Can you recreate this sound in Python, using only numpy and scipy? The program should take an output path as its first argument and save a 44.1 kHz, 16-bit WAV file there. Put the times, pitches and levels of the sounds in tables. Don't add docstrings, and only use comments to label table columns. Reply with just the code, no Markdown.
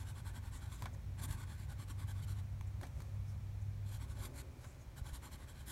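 import sys
import numpy as np
from scipy import signal
from scipy.fft import rfft, irfft
from scipy.io import wavfile

SR = 44100
rng = np.random.default_rng(int(sys.argv[2]) if len(sys.argv) > 2 else 0)


def int16_out(signal):
    q = np.round(np.clip(np.atleast_2d(signal).T, -1, 1) * 32767)
    wavfile.write(sys.argv[1], SR, q.astype(np.int16))


N = 251811
TIME = np.arange(N) / SR
HZ = np.fft.rfftfreq(N, 1 / SR)


def amp(db):
    return 10 ** (np.asarray(db) / 20)


def unit(x):
    return x / np.sqrt(np.mean(x ** 2) + 1e-20)


def add(mix, s, sound):
    part = mix[max(round(s * SR), 0):][:len(sound)]
    part += sound[:len(part)]


def level(rows):
    return amp(np.interp(TIME, *np.transpose(rows)))


def noise(colour):
    hz, db = np.transpose(colour)
    gain = amp(np.interp(np.log(HZ + 1), np.log(hz), db))
    return unit(irfft(rfft(rng.standard_normal(N)) * gain, N))


def wander(rate):
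    return unit(irfft(rfft(rng.standard_normal(N)) * np.exp(-(HZ / rate) ** 2), N))


def ring(push, modes, size=4096):
    f = abs(np.fft.fftfreq(size, 1 / SR))
    power = 0
    for hz, width, db in modes:
        peak = amp(db) ** 2 / (1 + 2 * ((f - hz) / width) ** 2) ** 2
        bass_cut = f ** 2 / (f ** 2 + (hz / 2) ** 2)
        power += peak * bass_cut
    log_gain = np.log(power + 1e-9) / 2
    spectrum = np.exp(np.conj(signal.hilbert(log_gain)))
    response = np.fft.ifft(spectrum).real[:size // 2]
    return signal.oaconvolve(push, response / np.linalg.norm(response))[:len(push)]


def fibres(per_s, spread_db):
    size = amp(spread_db * np.minimum(rng.exponential(1, N), 3))
    return unit(size * rng.uniform(-0.99, 1, N) * (rng.random(N) < per_s / SR))


def grip(modes, bright_db_per_octave=0, pitch_spread=0.018, vary_db=0.6):
    hz, width, db = np.transpose(modes)
    detune, emphasis = rng.standard_normal((2, len(hz)))
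    tilt_db = bright_db_per_octave * np.log2(hz / hz[0])
    return np.transpose([hz * (1 + pitch_spread * detune), width, db + vary_db * emphasis + tilt_db])


def hand_echo(x, echo=0.34, near_s=0.00043, far_s=0.0014):
    lag = round(rng.uniform(near_s, far_s) * SR)
    delayed = np.pad(x, (lag, 0))[:len(x)]
    return (x + echo * delayed) / np.hypot(1, echo)


def writing(flutter_db=1.54, shared=0.64, pause_s=0.3, rasp_fade_db_per_s=0.6, fizz_db=-16):
    # middle t/s, length/s, strength/dB, lean on the sheet/dB
    strokes = [(.003, 0.097, -61.5, 0), (0.087, 0.095, -62, -2), (0.18, .082, -62.5, -0.5),
               (0.279, 0.079, -59.5, 2), (.364, 0.073, -60.5, 1.5), (0.46, 0.094, -63.5, -0.5),
               (0.55, 0.091, -60.5, -2.5), (0.642, 0.13, -65.5, 0), (0.73, 0.087, -61.5, -2),
               (0.785, 0.069, -65, -4), (1.201, 0.057, -60.5, 2.5), (1.24, 0.058, -50, -0.5),
               (1.318, 0.095, -55, 2), (1.406, 0.098, -60.5, 1), (1.514, 0.11, -62.5, 0),
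               (1.608, 0.12, -64.5, -1), (1.711, 0.07, -61, .5), (1.812, 0.08, -61, 0.5),
               (1.901, 0.06, -59.5, .5), (2.01, .085, -62, 1.5), (2.099, 0.068, -58.5, 0.5),
               (2.183, 0.1, -66.5, 0), (2.235, 0.043, -61.5, -4), (2.304, 0.08, -59.5, -1.5),
               (2.371, .08, -65.5, -1), (3.882, 0.068, -64.5, -11), (3.941, 0.087, -59.5, -1.5),
               (4.023, .08, -63, 0.5), (4.108, 0.078, -64, -2), (4.191, 0.097, -62.5, -0.5),
               (4.245, 0.075, -54, 2.5), (4.377, 0.093, -55.5, 1), (4.984, 0.055, -60, 1.5),
               (5.079, 0.087, -61, 2.5), (5.152, 0.07, -56, 0), (5.255, .085, -60.5, 4),
               (5.336, 0.064, -58.5, 1), (5.416, 0.097, -66.5, 1.5), (5.5, 0.072, -62, 0),
               (5.59, 0.13, -65, 1), (5.702, 0.096, -52.5, 0.5)]
    # f/Hz, width/Hz, level/dB
    nib_modes = [(3290, 570, 3.5), (3620, 1250, -3.5), (4180, 760, 3), (5480, 540, 0), (6290, 200, 1),
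                 (7460, 900, 5.5), (8560, 420, 2), (9620, 720, 4), (11190, 820, 4), (11800, 590, 1),
                 (12600, 310, -13)]
    # f/Hz, width/Hz, level/dB
    sheet_modes = [(243, 124, 11.5), (600, 90, 0.5), (876, 134, 5.5), (1076, 120, -0.5), (1113, 167, 6.5),
                   (1507, 183, 7), (1760, 29, 5), (2023, 430, 0), (2470, 210, -23)]
    out = np.zeros(N)
    flutter = amp(flutter_db * wander(74))
    snags = fibres(per_s=20000, spread_db=1.8)
    tugs = shared * snags + np.sqrt(1 - shared ** 2) * fibres(per_s=6000, spread_db=0.5)
    gaps = np.diff([row[0] for row in strokes], append=strokes[-1][0])
    for (middle, length, strength_db, lean_db), gap in zip(strokes, gaps):
        speed_up_share = 0.85 if gap > pause_s else 0.55
        start, end = middle - length / 2, middle + length / 2
        span = slice(max(round(start * SR), 0), round((end + 0.02) * SR))
        progress = np.interp(TIME[span], [start, start + speed_up_share * length, end], [0, 0.5, 1])
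        speed = abs(np.sin(np.pi * progress))
        rasp_db = -59 + lean_db + 0.52 * (strength_db + 61)
        rasp_db -= rasp_fade_db_per_s * middle
        scratch = amp(strength_db) * speed ** 1.21 * flutter[span] * snags[span]
        rasp = amp(rasp_db) * speed ** 0.82 * flutter[span] * tugs[span]
        brightness = 0.29 * (strength_db + 58)
        nib = ring(scratch, grip(nib_modes, brightness))
        fizz = amp(fizz_db) * ring(scratch, [(9700, 1700, -26.5), (15000, 6400, 13.5)])
        sheet = ring(rasp, grip(sheet_modes))
        out[span] += hand_echo(nib + fizz + sheet)
    return out


def hand(rise_share=0.38, swell_db=24.5, resting_db=-75.5):
    # fastest t/s, length/s, skin level/dB, heel level/dB
    shifts = [(0.145, 1.2, -84, -70), (0.827, 0.081, -56, -57), (0.92, 0.75, -79, -64.5),
              (2.834, .13, -60.5, -53), (2.996, 0.47, -67.5, -63.5), (3.317, 0.16, -70.5, -73),
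              (4.302, 1.47, -75, -58.5), (4.638, 0.41, -65.5, -79.5), (5.246, 3, -90, -67.5)]
    # f/Hz, level/dB
    skin_colour = [(200, -49), (600, 21.5), (1800, 13.5), (2800, 5), (4500, 9.5), (7000, 8.5), (9500, 7.5),
                   (12000, 4), (16000, -15)]
    # f/Hz, width/Hz, level/dB
    heel_modes = [(177, 38, -5.5), (257, 39, 5), (373, 67, -1), (560, 79, -1.5), (860, 480, -16.5)]
    # middle t/s, length/s, level/dB, f/Hz
    grazes = [(0.564, 0.12, -67.5, 7100), (0.751, 0.083, -67, 7200), (.94, 0.03, -67, 6900),
              (2.675, .03, -71.5, 7100), (3.295, 0.091, -70, 5700), (3.622, .041, -72, 6660),
              (4.678, 0.23, -71.5, 7200), (4.816, .073, -72.5, 6800)]
    skin, heel = np.zeros(N), np.full(N, amp(resting_db))
    for s, length, skin_db, heel_db in shifts:
        along = (TIME - s) / length
        from_peak = np.maximum(-along / rise_share, along / (1 - rise_share))
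        motion = amp(-swell_db * from_peak)
        skin = np.hypot(skin, amp(skin_db) * motion)
        heel = np.hypot(heel, amp(heel_db) * motion)
    out = skin * noise(skin_colour)
    out += heel * ring(fibres(per_s=1600, spread_db=0.5), heel_modes)
    for s, length, db, hz in grazes:
        swell = np.hanning(int(length * SR))
        whisper = ring(rng.standard_normal(len(swell)), [(hz, 1100, 0), (9500, 4000, -10)])
        add(out, s - length / 2, amp(db) * swell * whisper)
    return out


def hum(start_hz=94.2, creep_hz_per_s=1.6, gain_db=-1, octave_db=-24, waver_db=1.5, fade_db_per_s=25):
    # t/s, level/dB
    swells = [(0, -49), (.85, -51.5), (1.17, -45), (1.45, -51), (2.3, -42), (2.7, -47), (2.87, -64),
              (3.15, -41.5), (3.98, -46)]
    phase = 2 * np.pi * np.cumsum(start_hz + creep_hz_per_s * TIME) / SR
    tone = unit(np.sin(phase) + amp(octave_db) * np.sin(2 * phase))
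    fade_db = fade_db_per_s * np.maximum(TIME - swells[-1][0], 0)
    return level(swells) * amp(gain_db + waver_db * wander(6.4) - fade_db) * tone


def room(waver_db=0.1, hiss_db=-65):
    # t/s, level/dB
    swells = [(0, -48.5), (1.3, -47.5), (4.15, -47.5), (4.55, -53.5), (5.71, -51)]
    # f/Hz, level/dB
    rumble_colour = [(15, -49), (30, -11), (48, -2.5), (68, 3), (95, -6), (135, -3), (165, -18.5),
                     (230, -22), (320, -45.5), (600, -61.5)]
    # f/Hz, level/dB
    hiss_colour = [(100, 10), (450, 4), (700, 4), (870, 4), (1300, -0.5), (2000, -2), (2400, -0.5),
                   (2700, -6.5), (4200, -7.5), (4900, -11.5), (5500, -8), (9500, -14.5), (12500, -15),
                   (16000, -16)]
    rumble = level(swells) * amp(-waver_db * wander(1.1)) * noise(rumble_colour)
    return rumble + amp(hiss_db) * noise(hiss_colour)


def walls(x, echo_db=-17, fade_s=0.2):
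    t = np.arange(SR // 3) / SR
    tail = rng.standard_normal(len(t)) * amp(-60 * t / fade_s) * (t > 0.004)
    return amp(echo_db) * signal.oaconvolve(x, tail / np.linalg.norm(tail))[:N]


def ticks(chatter=0.27, treble_hz=2800, barrel_db=5, damping_s=0.013):
    # t/s, strength/dB, treble/dB, chatter time/s
    taps = [(.823, -22.5, -1, 0.0099), (.829, -30, -3, 0.015), (.839, -32, -1, 0.045),
            (.857, -20.5, -12, 0.021), (.862, -24.5, -19, 0.11), (.949, -36, -4, .011),
            (2.611, -29.5, -3, 0.0044), (2.813, -30.5, 2, 0.02), (2.832, -24, -12, 0.067),
            (2.852, -32.5, -19, .05), (2.868, -35, 5, 0.036), (3.004, -33.5, 3, .03),
            (3.02, -36.5, 18, .02), (4.643, -30.5, -7, .065)]
    # f/Hz, width/Hz, level/dB
    knock_modes = [(222, 84, 1.5), (494, 130, -12), (805, 170, -1.5), (1016, 52, 1.5), (1430, 690, -3.5),
                   (1910, 380, -8.5), (2300, 160, -4.5), (3470, 1100, -12), (4300, 690, -14),
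                   (5440, 940, -17), (6340, 360, -10.5), (8100, 4500, -16.5), (12600, 3200, -19)]
    # f/Hz, width/Hz, level/dB
    barrel_modes = [(1040, 270, 0)]
    out, t = np.zeros(N), np.arange(SR // 8) / SR
    for s, db, treble_db, chatter_s in taps:
        push = chatter * rng.standard_normal(len(t)) * amp(-60 * t / chatter_s)
        push[0] += 1
        barrel = amp(barrel_db) * np.exp(-chatter_s / damping_s) * ring(push, barrel_modes)
        tick = ring(push, knock_modes) + barrel
        dull = signal.lfilter(*signal.butter(1, treble_hz, fs=SR), tick)
        tick = dull + amp(treble_db) * (tick - dull)
        add(out, s, amp(db) * tick / np.linalg.norm(tick))
    return out


def bumps(gain_db=-4, rise_s=0.0061):
    # t/s, strength/dB, f/Hz
    thumps = [(0.831, -31, 99), (.937, -43, 103), (1.303, -28, 83), (1.346, -32, 95), (2.045, -31, 80),
              (2.234, -32, 91), (2.38, -34, 97), (2.787, -32.5, 84.5), (4.202, -34, 91.5),
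              (4.664, -37.5, 89), (4.879, -42, 65), (5.014, -32, 64), (5.126, -34, 54.3)]
    out, t = np.zeros(N), np.arange(SR // 6) / SR
    swell = t / rise_s * np.exp(1 - t / rise_s)
    for s, db, hz in thumps:
        add(out, s, amp(db + gain_db) * swell * np.sin(2 * np.pi * hz * t))
    return out


def scene():
    close_sounds = writing() + ticks() + hand()
    return (close_sounds + walls(close_sounds) + bumps() + hum() + room())[None]


def record(dry, cutoff_hz=15850):
    low_pass = signal.firwin(1023, cutoff_hz, window=("kaiser", 9), fs=SR)
    return signal.oaconvolve(dry, low_pass[None], "same")


dry = scene()
out = record(dry)
int16_out(out)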